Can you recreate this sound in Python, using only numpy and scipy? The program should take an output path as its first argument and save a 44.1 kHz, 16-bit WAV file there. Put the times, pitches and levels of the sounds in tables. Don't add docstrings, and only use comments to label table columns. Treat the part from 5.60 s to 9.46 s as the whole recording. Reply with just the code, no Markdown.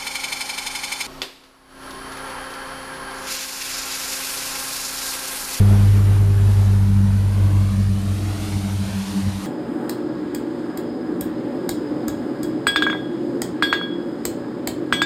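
import sys
import numpy as np
from scipy import signal
from scipy.fft import rfft, irfft, next_fast_len
from scipy.io import wavfile
from scipy.ndimage import uniform_filter1d, map_coordinates

SR = 44100
rng = np.random.default_rng(int(sys.argv[2]) if len(sys.argv) > 2 else 0)


def wav_out(sig):
    wavfile.write(sys.argv[1], SR, np.round(np.clip(np.atleast_2d(sig).T, -1, 1) * 32767).astype(np.int16))


def elevation(decibels):
    levels = np.asarray(decibels, float)
    return 10 ** (levels / 20)


N = 170226

# t/s, tone level/dB, octave level/dB, third order level/dB, fourth order level/dB
BLADE_ORDERS = [(0, -11, -23, -49, -34.5), (.25, -12.5, -30, -43.5, -45), (.5, -12.5, -31.5, -44, -40.5),
                (.75, -13.5, -42, -51, -36.5), (1.1, -14.5, -29, -49.5, -45.5),
                (1.4, -14, -22.5, -45.5, -63), (1.65, -17.5, -29.5, -53, -66), (1.9, -15, -31.5, -37, -69),
                (2.2, -21, -26.5, -48.5, -71), (2.45, -22.5, -28.5, -42, -69), (2.7, -24.5, -46, -38, -52),
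                (2.9, -25, -32, -37.5, -45), (3.02, -25.5, -26, -40, -55), (3.36, -28.5, -28.5, -50.5, -51),
                (3.44, -45, -29, -52, -55), (3.56, -37, -26, -33, -54), (3.68, -23.5, -30, -48.5, -58),
                (3.8, -42, -33, -39.5, -60)]


def unit(x):
    return x / np.sqrt(np.mean(x ** 2) + 1e-20)


def curves(rows):
    s, *cols = np.transpose(rows)
    return [np.interp(np.arange(N) / SR, s, c) for c in cols]


def wobble(rate):
    knots = rng.standard_normal(int(N * rate / SR) + 4)
    return map_coordinates(knots, [np.arange(N) * rate / SR])


def filtered(x, response):
    m = next_fast_len(N + 8192)
    return irfft(rfft(x, m) * response(np.fft.rfftfreq(m, 1 / SR)), m)[:N]


def rush(spectrum, patchy_db):
    z = signal.stft(rng.standard_normal(N), nperseg=512)[2]
    field = rng.standard_normal(z.shape)
    field = uniform_filter1d(uniform_filter1d(field, 6, 0), 14, 1)
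    x = signal.istft(z * elevation(patchy_db * unit(field)), nperseg=512)[1][:N]
    f, v = np.transpose(spectrum)

    def colour(hz):
        return elevation(np.interp(np.log(hz + 1), np.log(f + 1), v, -120, -120))

    return unit(filtered(x, colour))


def tone(hz, db):
    phase = 2 * np.pi * (np.cumsum(hz) / SR + rng.random())
    return np.sqrt(2) * elevation(db) * np.sin(phase)


def narrow(hz, width_hz):
    def bell(f):
        return np.exp(-.5 * (f / width_hz) ** 2)

    pair = [unit(filtered(rng.standard_normal(N), bell)) for _ in range(2)]
    turn = 2 * np.pi * np.cumsum(hz) / SR
    return pair[0] * np.cos(turn) + pair[1] * np.sin(turn)


def near_propeller():
    # t/s, f/Hz, level/dB
    throb = [(0, 43.8, -24), (.5, 46.8, -25), (1.1, 48.5, -27), (1.9, 50, -28.5), (2.3, 52.8, -32),
             (2.8, 55, -38), (3.4, 56, -48), (3.86, 57, -50)]
    # multiple of the blade rate, level at start/dB, change/(dB/s)
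    upper = [(5, -42, -19), (6, -56, -6.5), (8, -53.5, -2)]
    t = np.arange(N) / SR
    hz = 97.2 + 3.4 * np.exp(-t / 1.4)
    tone_db, octave_db, third_db, fourth_db = curves(BLADE_ORDERS)
    throb_hz, throb_db = curves(throb)

    depth_db = .7 + .25 * t ** 2
    shimmer_db = depth_db * wobble(20.99)

    out = tone(hz, tone_db + shimmer_db)
    out += tone(2 * hz, octave_db + (1.6 + .7 * depth_db) * wobble(23))
    out += tone(3 * hz, third_db + 1.4 * wobble(9.9))
    out += tone(4 * hz, fourth_db + 0.72 * wobble(12))
    out += tone(throb_hz, throb_db + shimmer_db)
    out += tone(2 * hz - throb_hz, throb_db - 11 + 3 * wobble(9.54))
    for k, db, fade in upper:
        out += tone(k * hz, db + fade * t + 1.0 * wobble(7))
    return out


def second_propeller():
    # multiple of the blade rate, level/dB, share of the near third order's swells
    orders = [(2, -36, 0.015), (3, -44.5, 0.86), (4, -50.5, 0.48), (5, -55, 0), (6, -55, 0)]
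    third_db = curves(BLADE_ORDERS)[2]
    swell_db = third_db - third_db.mean()
    hz = 103.75 + 1.538 * wobble(12)
    return sum(tone(k * hz, db + share * swell_db + 2.3 * wobble(15)) for k, db, share in orders)


def off_the_sea(jet):
    t = np.arange(N) / SR
    delay_s = .00278 - 0.000474 * t
    dull = filtered(jet, lambda hz: 1 / (1 + (hz / 4000) ** 2))
    echo = map_coordinates(dull, [np.arange(N) - delay_s * SR], order=3, mode="mirror")
    peak_s, span_s = 2.4, 1.1
    return .4 * np.exp(-.5 * ((t - peak_s) / span_s) ** 2) * echo


def turbines():
    # t/s, level/dB, brightness/dB
    jet_swell = [(0, -34, -2), (.2, -34.5, -3), (.5, -35, -3.5), (.68, -37.5, -4), (.93, -36.5, -1.5),
                 (1.2, -38.5, -2.5), (1.55, -39.5, -2.5), (1.9, -38, -2.5), (2.3, -41, 1.5), (2.6, -39, 1),
                 (2.85, -37, 2.5), (3.2, -38.5, 2), (3.5, -38, 3), (3.78, -39, 2), (3.86, -34.5, -3)]
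    # f/Hz, density/dB
    jet_low = [(200, -28), (260, 5.5), (450, -2), (900, -1.5), (1500, -5), (1900, -8.5), (3000, -18),
               (5000, -40)]
    # f/Hz, density/dB
    jet_high = [(880, -5), (1500, -17.5), (2210, -2.5), (4240, -2.5), (8460, -8.5), (9230, -5.5),
                (9980, -10.5), (12000, -11.5), (15300, -22.5)]
    # t/s, f/Hz, level/dB
    whine_path = [(0.0, 9410, -57), (3.86, 9170, -54.5)]
    t = np.arange(N) / SR
    jet_db, bright_db = curves(jet_swell)
    jet_db = jet_db + .35 * wobble(22)
    roar = elevation(-0.5 + 0.3 * wobble(5.52)) * rush(jet_low, patchy_db=1.5)
    hiss = elevation(-4.0 + bright_db + 0.51 * wobble(6.97)) * rush(jet_high, patchy_db=0.9)
    jet = elevation(jet_db) * (roar + hiss)

    whine_hz, whine_db = curves(whine_path)
    whine = elevation(whine_db + 1.3 * wobble(6.4)) * narrow(whine_hz, width_hz=160)

    fan_db = -51 - 2.1 * t + .6 * wobble(2.6) + jet_db - jet_db.mean()
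    fan = elevation(fan_db) * narrow(np.full(N, 11280), width_hz=1100)
    return jet + off_the_sea(jet) + whine + fan


def airframe_rumble():
    # f/Hz, density/dB
    rumble_colour = [(8, -27), (25, -2), (45, -4), (80, 4), (160, -0.5), (230, -8.5), (450, -27)]
    tone_db = curves(BLADE_ORDERS)[0]
    level_db = -32.5 + .5 * (tone_db - tone_db.mean()) + 1.4 * wobble(9)
    return elevation(level_db) * rush(rumble_colour, patchy_db=-0.5)


def wind_puffs():
    # t/s, level/dB
    puffs = [
        (.01, -25),
        (.7, -33),
        (1.81, -30),
        (2.6, -29),
        (2.97, -31),
        (3.68, -23),
    ]
    # f/Hz, density/dB
    puff_colour = [(30, -20), (70, -6), (150, 0), (350, -10), (550, -20), (800, -60)]
    t = np.arange(N) / SR
    width_s = .016
    gusts = sum(elevation(db) * np.exp(-.5 * ((t - s) / width_s) ** 2) for s, db in puffs)
    return gusts * rush(puff_colour, patchy_db=2)


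def scene():
    propellers = near_propeller() + second_propeller()
    return (propellers + turbines() + airframe_rumble() + wind_puffs())[None]


def band_limit(x):
    return signal.sosfilt(signal.butter(12, 15400, fs=SR, output="sos"), x)


def record(dry):
    mix = filtered(dry[0], lambda hz: hz < 15400)[None]
    return band_limit(mix)


dry = scene()
out = record(dry)
wav_out(out)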